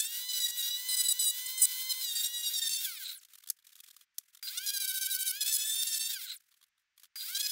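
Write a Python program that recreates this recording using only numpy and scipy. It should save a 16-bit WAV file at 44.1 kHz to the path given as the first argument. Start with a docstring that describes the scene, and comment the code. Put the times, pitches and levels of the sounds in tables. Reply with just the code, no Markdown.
"""A homemade wood lathe in fast motion, everything high and quick. The motor whines as a steel cutter
bites the spinning wood in short, buzzing cuts that drag the speed down and bump the bench. At 2.8 s it
is switched off and shudders to rest while hands tap and brush about. At 4.4 s it clicks and buzzes back
to life for heavier cuts, then coasts down again from 6.1 s into softer handling. At 7.2 s it restarts
for four last bites."""
import sys
import numpy as np
from scipy import signal
from scipy.fft import rfft, irfft, next_fast_len
from scipy.io import wavfile
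from scipy.ndimage import uniform_filter1d, map_coordinates

SR = 44100
rng = np.random.default_rng(int(sys.argv[2]) if len(sys.argv) > 2 else 0)


def generate_wav(signal):
    """Clip the signal to [-1, 1] and save it as 16-bit WAV at the path in sys.argv[1]."""
    frames = np.transpose(np.atleast_2d(signal))
    scaled = np.clip(frames, -1, 1) * 32767
    pcm = np.round(scaled).astype(np.int16)
    wavfile.write(sys.argv[1], SR, pcm)


N = 331191
TIME = np.arange(N) / SR
FREE_HZ, OUTSET_HZ = 1065.9, 853.5  # shaft speed: running free, and as the scene opens
TOP_HZ = 15780  # high cut on the mix

# motor partials, whole multiples from the rotor, the rest from the bearings: (multiple [x shaft], level [dB])
MOTOR_PARTIALS = [(2, 6), (3, 4.5), (3.56, -4), (4, 2), (4.27, -9.5), (5, -3.5), (6, 0), (6.55, -7),
                  (7, -8.5), (7.55, -7), (8, -8.5), (8.53, -3.5), (11, -10.5), (13.1, -6.5), (15.2, -7.5)]
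# body EQ of the lathe's frame: (frequency [Hz], gain [dB])
FRAME_EQ = [(100, -48), (500, -38.5), (1050, -21.5), (1250, -23.5), (1550, -4.5), (1800, -22.5), (2100, -7),
            (2700, -11), (3300, -1.5), (4200, -1), (6000, -4), (10000, -0.5), (13000, 0.5), (15500, 6)]
# cutter cues: (start [s], end [s], level [dB], drag on the shaft [Hz/s], steel ring over the wood [dB])
CUT_CUES = [(0, .011, -33.5, 103, 5), (0.009, 0.074, -43, 31.8, 1.5), (0.287, 0.322, -34.5, 567, -15),
            (0.333, .393, -34.5, 520, -10.5), (0.401, .473, -32, 835, -8.5), (0.483, 0.51, -36.5, 803, -4),
            (.573, 0.619, -38, 1303, -5), (0.626, 0.691, -37, 148.7, -17), (0.704, 0.773, -36.5, 318, -17),
            (0.887, 0.956, -35, 478.5, -1), (.968, 1.02, -33.5, 545, 2), (1.036, 1.075, -35, 629, -1),
            (1.084, 1.128, -32, 688, 2.5), (1.192, 1.311, -35, 585, 3.5), (1.459, 1.472, -44.5, 50.2, 6.5),
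            (1.576, 1.62, -41.5, 693, 4.5), (1.618, 1.657, -35.5, 876, 14.5),
            (1.894, 1.926, -32.5, 799, -7), (2.011, 2.129, -39, 1410, -8), (2.153, 2.22, -36, 682, -4),
            (2.233, 2.274, -35.5, 418, -2), (2.333, 2.414, -41, 748, -4), (2.43, 2.501, -36.5, 815, -6),
            (2.535, 2.597, -33.5, 1444, -9.5), (2.616, 2.685, -35, 1058, -7.5),
            (2.692, 2.775, -36, 961, -4.5), (2.775, 2.81, -43.5, 30.1, -4),
            (2.846, 2.861, -37.5, 3967, -11.5), (4.573, 4.591, -36.5, 569.5, -3),
            (4.663, 4.707, -34, 2350, -9), (4.735, 4.784, -38, 2470, -6), (4.801, 4.857, -39.5, 2520, -4),
            (4.876, 4.92, -39.5, 2503, -2), (4.941, 4.99, -39, 2323, -3.5), (5.011, 5.072, -39, 2265, -2),
            (5.1, 5.168, -36.5, 2462, -4.5), (5.189, 5.235, -40, 2176, 1),
            (5.255, 5.316, -38.5, 2672, -2.5), (5.407, 5.437, -34, 2380, -9.5), (5.46, 5.529, -36, 499, -2),
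            (5.526, 5.571, -35.5, 2060, 2), (5.584, 5.643, -38, 912, -2), (5.647, 5.75, -38.5, 582, 0.5),
            (5.754, 5.838, -36.5, 814, -3), (5.868, 5.984, -37.5, 1100, -2.5),
            (5.994, 6.079, -38.5, 634.4, -1.5), (6.092, 6.124, -38.5, 29.8, -14),
            (6.131, 6.147, -42.5, 601, -0.5), (7.348, 7.38, -34, 636, -10),
            (7.397, 7.417, -32.5, 1074, -8.5), (7.429, 7.472, -34, 1587, -14),
            (7.495, 7.512, -37, 2476, -9)]
# body EQ of the workpiece under the cutter: (frequency [Hz], gain [dB])
WORKPIECE_EQ = [(150, -36.5), (900, -38), (1500, -14), (2700, -11.5), (3300, -3), (3850, 6), (4400, -1.5),
                (4950, 2.5), (6900, -7), (7850, 5.5), (9000, 5), (9800, -8.5), (10750, 0.5), (12200, -12.5),
                (15500, -7)]
# room tone of the quiet workshop: (frequency [Hz], gain [dB])
ROOM_EQ = [(18, -19.5), (30, -4), (286, -14.5), (424, -20.5), (883, -10), (1750, 3.5), (2660, -0.5),
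           (4150, -5), (5990, -6), (15800, -39)]
# dull bumps on the bench: (time [s], level [dB])
BUMP_CUES = [(0.234, -60), (1.119, -52), (1.195, -52), (1.621, -53), (2.199, -55), (4.828, -54),
             (5.15, -50.5)]
# power off: (time [s], coasting friction [Hz/s])
OFF_CUES = [(2.825, 1826), (6.115, 2758)]
# frame resonance that the bearings shake at low speed: (frequency [Hz], gain [dB])
SHUDDER_EQ = [(900, -50), (1500, -12), (2500, 0), (3100, 4.5), (3600, 13), (4100, 24), (4650, 5), (5000, 9),
              (5600, -5), (8500, 9.5), (10000, -23)]
# hands and sleeves brushing past: (start [s], end [s], level [dB])
BRUSH_CUES = [(3.192, 3.528, -64.5), (3.56, 3.645, -73), (3.645, 4.029, -64.5), (4.144, 4.405, -71),
              (6.373, 6.669, -72), (6.767, 6.823, -80), (6.965, 7.051, -67.5)]
# tone of the brushing: (frequency [Hz], gain [dB])
BRUSH_EQ = [(300, -21), (900, -24), (1500, -2.5), (6000, -2), (13000, -2.5), (15800, -1.5)]
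# the clearer taps of hands and tools: (time [s], relative level [dB])
TAP_CUES = [(3.2315, -48.5), (3.335, -47), (3.3532, -44), (3.3838, -47), (3.4367, -47), (3.473, -39),
            (3.4869, -39), (3.5002, -21), (3.6678, -47.5), (3.7539, -47), (3.8023, -40), (3.909, -45.5),
            (3.9645, -45), (4.0101, -50.5), (4.1822, -26.5), (4.348, -46.5), (4.3718, -48.5),
            (6.6127, -57.5), (6.997, -50.5), (7.0328, -46.5), (7.0534, -53)]
# tone of a tap's knock: (frequency [Hz], gain [dB])
TAP_EQ = [(120, -94), (200, -20), (760, -36), (1100, -13), (1360, -7), (2450, -13), (3400, 5.5), (4990, -4),
          (7200, 3), (15800, -37)]
# power on: (time [s], mains buzz length [s], buzz level [dB])
ON_CUES = [(4.427, 0.072, -41.5), (7.157, 0.11, -42.5)]


def amp(db):
    """Decibels to gain."""
    return 10 ** (np.asarray(db) / 20)


def unit(x):
    """Scale to rms 1."""
    return x / np.sqrt(np.mean(x ** 2) + 1e-20)


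def wobble(rate, size=N):
    """A smooth random modulator, rate knots a second."""
    knots = rng.standard_normal(int(size * rate / SR) + 4)
    return map_coordinates(knots, [np.arange(size) * rate / SR])


def filtered(x, gain):
    """Filter x by a gain that depends on frequency."""
    padded = next_fast_len(len(x) + 4096)
    return irfft(rfft(x, padded) * gain(np.fft.rfftfreq(padded, 1 / SR)), padded)[:len(x)]


def eq(x, points):
    """Shape x by (frequency [Hz], gain [dB]) points on a log axis."""
    points_hz, db = np.transpose(points)
    return filtered(x, lambda hz: amp(np.interp(np.log(hz + 1), np.log(points_hz), db)))


def noise(points, size=N):
    """Equalised noise of rms 1."""
    return unit(eq(rng.standard_normal(size), points))


def band(x, low_hz, high_hz):
    """Band-pass with rounded edges."""
    return filtered(x, lambda hz: (1 - 1 / (1 + (hz / low_hz) ** 24)) / (1 + (hz / high_hz) ** 24))


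def add(track, start, sound):
    """Mix a sound into the track at start seconds."""
    part = track[max(round(start * SR), 0):][:len(sound)]
    part += sound[:len(part)]


def shaft_speed(recover_s=.258, stall_pull=1.52, grab_hz=222.7, grab=2.8):
    """Turns a second: cuts drag, the motor pulls harder as it slows; switched off, it coasts to rest."""
    step = .001
    t = np.arange(0, N / SR, step)
    during = lambda start, end: np.clip((t - start) / step, 0, 1) * np.clip((end - t) / step, 0, 1)
    drag = sum(load * during(start, end) for start, end, _, load, _ in CUT_CUES)
    coasting = sum(friction * during(off, on) for (off, friction), (on, *_) in zip(OFF_CUES, ON_CUES))
    speeds = [OUTSET_HZ]
    for load, friction in zip(drag[1:], coasting[1:]):
        hz = speeds[-1]
        pull = (FREE_HZ - hz) / recover_s * (1 + stall_pull * (1 - hz / FREE_HZ))
        brake = friction * (grab if hz < grab_hz else 1)  # the bearings grab near rest
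        drive = -brake if friction else pull
        speeds.append(max(hz + step * (drive - load), 0))
    eased = np.abs(uniform_filter1d(np.array(speeds, float), size=25))
    return np.interp(TIME, t, eased) * (1 + .0015 * wobble(40))


def motor(speed, angle, whine_db=-46, air_db=-40.5, waver_db=2, surge_db=3.2, stutter_db=6):
    """Rotor and bearings whine over rushing air, voiced by the frame and louder with speed."""
    pace = speed / speed.max()
    shaft = angle + (.02 + .16 * (1 - pace)) * wobble(150)
    whine = sum(amp(db + waver_db * wobble(35)) * np.sin(multiple * shaft + rng.uniform(0, 2 * np.pi))
                for multiple, db in MOTOR_PARTIALS)
    whine = band(whine, 1200, SR) * amp(stutter_db * (1 - pace) * wobble(120))
    hum = amp(-63) * pace ** 18 * np.sin(shaft)  # the unbalance sings only near full speed
    gusts = amp((.8 + 3 * (1 - pace)) * wobble(110))
    air = rng.standard_normal(N) * gusts * amp(surge_db * wobble(25)) * (1 + .36 * np.cos(angle))
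    turning = np.clip(speed / 280, 0, 1) ** 2
    return hum + turning * eq(amp(whine_db) * pace ** .81 * whine + amp(air_db) * pace * air, FRAME_EQ)


def rumble(speed, level_db=-82):
    """A faint, dark bed under the lathe that rides its speed."""
    tone = [(25, -10.5), (150, -18.5), (400, -.5), (750, 0), (1500, 4.5), (4000, -61)]
    return speed / speed.max() * amp(level_db + 1.7 * wobble(22)) * noise(tone)


def bite(angle, rough, fourth_db=3, chips_db=6, rasp_share=.79):
    """The edge strikes once a turn; torn fibres scatter the strikes and breaking chips add a rasp."""
    size = len(angle)
    phase = angle + rough * (.06 * wobble(900, size) + .11 * wobble(130, size))
    # every fourth harmonic stands out, and each wavers on its own
    weight = lambda k: amp(fourth_db * (k % 4 == 0) + 3.5 * wobble(55, size))
    strikes = sum(weight(k) * np.cos(k * phase + rng.uniform(0, 2 * np.pi)) for k in range(1, 22))
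    chips = amp(chips_db * wobble(700, size))
    rasp = chips * rng.standard_normal(size) * np.exp(.5 * np.cos(phase))
    return eq(unit(strikes) + rasp_share * rough * unit(rasp), WORKPIECE_EQ)


def cutting(speed, angle, hiss_db=-5, swell_db=.7, attack_s=.002, release_s=.0029):
    """Each cut swells as the edge digs in and stops short as it leaves; slow wood tears more."""
    out = np.zeros(N)
    for start, end, db, load, ring_db in CUT_CUES:
        first = max(round((start - .01) * SR), 0)
        span = slice(first, round((end + .015) * SR))
        t = TIME[span]
        slowdown = 1 - speed[span].mean() / FREE_HZ
        rough = min(.1 + 2.5 * slowdown, .55)  # capped so the heaviest cut keeps its pitch
        buzz = bite(angle[span], rough)
        wood = unit(band(buzz, 60, 7120))
        steel = amp(ring_db) * unit(band(buzz, 6160, 10130))
        hiss = amp(hiss_db + .74 * ring_db + .0042 * load) * unit(band(buzz, 10540, 15840))
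        gate = (1 + np.tanh(2 * (t - start) / attack_s)) * (1 + np.tanh(2 * (end - t) / release_s)) / 4
        depth = np.sin(np.pi * np.clip((t - start) / (end - start) - .5, -.5, .5))
        push = unit(amp(swell_db * depth + 2.2 * np.sqrt(abs(rough)) * wobble(130, len(t))))
        add(out, first / SR, amp(db) * gate * push * (wood + steel + hiss))
    return out


def bench_bumps(attack_s=.00092, t60=.073):
    """The cutter's rest passes dull knocks to the bench."""
    out = np.zeros(N)
    t = TIME[:SR // 8]
    for start, db in BUMP_CUES:
        thud = noise([(30, -5), (150, -3), (600, -1.5), (2000, -8.5)], len(t))
        add(out, start, amp(db - 60 * t / t60) * (1 - np.exp(-t / attack_s)) * thud)
    return out


def bearing_shudder(speed, angle, critical_hz=400, span_hz=90, shudder_db=-40, whistle_db=-47):
    """At low speed the bearings shake a frame resonance, and a hoarse whistle glides with the shaft."""
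    shudder = unit(amp(3 * wobble(220)) * noise(SHUDDER_EQ))
    resonance = np.exp(-((speed - critical_hz) / span_hz) ** 2)
    multiple = 41  # whistle cycles per turn
    whistle = wobble(1800) * np.sin(multiple * angle + wobble(1300))
    fade = np.clip((TOP_HZ - multiple * speed) / 4000, 0, 1) * np.clip(speed / 230, 0, 1) ** 3
    return amp(shudder_db) * resonance * shudder + amp(whistle_db) * fade * whistle


def brushing(flutter_db=6.2):
    """Hands and sleeves rustle past in short strokes of fluttering noise."""
    rustle = unit(amp(flutter_db * wobble(130)) * noise(BRUSH_EQ))
    strokes = sum(amp(db) * np.interp(TIME, [on - .004, on + .0078, off - .004, off + .026], [0, 1, 1, 0])
                  for on, off, db in BRUSH_CUES)
    return strokes * rustle


def fumbles(per_s=20, lift_db=12, scatter_db=3):
    """Cues for faint, random taps while the hands move: (time [s], relative level [dB])."""
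    return [(start + (end - start) * rng.random(), db + lift_db + scatter_db * rng.standard_normal())
            for start, end, db in BRUSH_CUES for _ in range(round((end - start) * per_s))]


def taps(trim_db=-5, contact_s=.0061, tail_db=-19, tail_t60=.087, ring_share=.3):
    """Hands and tools touch down: a dry knock and a bright tick with a short room tail."""
    out = np.zeros(N)
    t = TIME[:SR // 16]
    decay = np.exp(-(t / contact_s) ** 4) + amp(tail_db - 60 * t / tail_t60)
    envelope = (1 - np.exp(-t / .0003)) * decay
    for start, db in TAP_CUES + fumbles():
        knock_db = 2 - .55 * max(db + 59.5, 0)  # harder taps are less knock, more tick
        modes_hz = 3600 * 2 ** rng.uniform(-1.7, 1, (4, 1))  # each thing touched has its own modes
        ring = unit(np.sin(2 * np.pi * modes_hz * t).sum(0))
        knock = unit(band(noise(TAP_EQ, len(t)) + ring_share * ring, 100, 5020))
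        tick = unit(band(rng.standard_normal(len(t)), 4420, 16400))
        add(out, start, amp(db + trim_db) * envelope * unit(amp(knock_db) * knock + tick))
    return out


def switch_on(buzz_hz=4820, click_db=-40, click_t60=.061):
    """The switch clicks and the windings buzz briefly as the rotor picks up speed."""
    out = np.zeros(N)
    t = TIME[:SR // 4]
    for start, length, db in ON_CUES:
        hold = 1 / (1 + (t / length) ** 6)
        buzz = np.sin(2 * np.pi * buzz_hz * t + .34 * wobble(250, len(t)))
        rattle = 1.1 * noise(FRAME_EQ, len(t))
        click = noise([(200, -96), (1400, 41), (5000, 33), (15000, 35)], len(t))
        add(out, start, amp(db) * hold * (buzz + rattle) + amp(click_db - 60 * t / click_t60) * click)
    return out


def scene(room_db=-84):
    """One shaft drives motor and cuts; bench, room tone and hands join them in dual mono."""
    speed = shaft_speed()
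    angle = 2 * np.pi * np.cumsum(speed) / SR
    lathe = motor(speed, angle) + bearing_shudder(speed, angle) + switch_on() + cutting(speed, angle)
    mono = lathe + rumble(speed) + bench_bumps() + amp(room_db) * noise(ROOM_EQ) + brushing() + taps()
    return np.array([mono, mono])


def record(dry, knee_db=-18, recovery_s=.064):
    """Gentle gain control ducks after loud cuts, then a steep high cut trims the top."""
    keep = np.exp(-1 / (recovery_s * SR))
    power = signal.lfilter([1 - keep], [1, -keep], dry[0] ** 2)
    ducked = dry / np.sqrt(1 + power / amp(knee_db) ** 2)
    high_cut = lambda hz: np.clip((TOP_HZ - hz) / 200 + .5, 0, 1)
    return np.array([filtered(channel, high_cut) for channel in ducked])


dry = scene()
out = record(dry)
generate_wav(out)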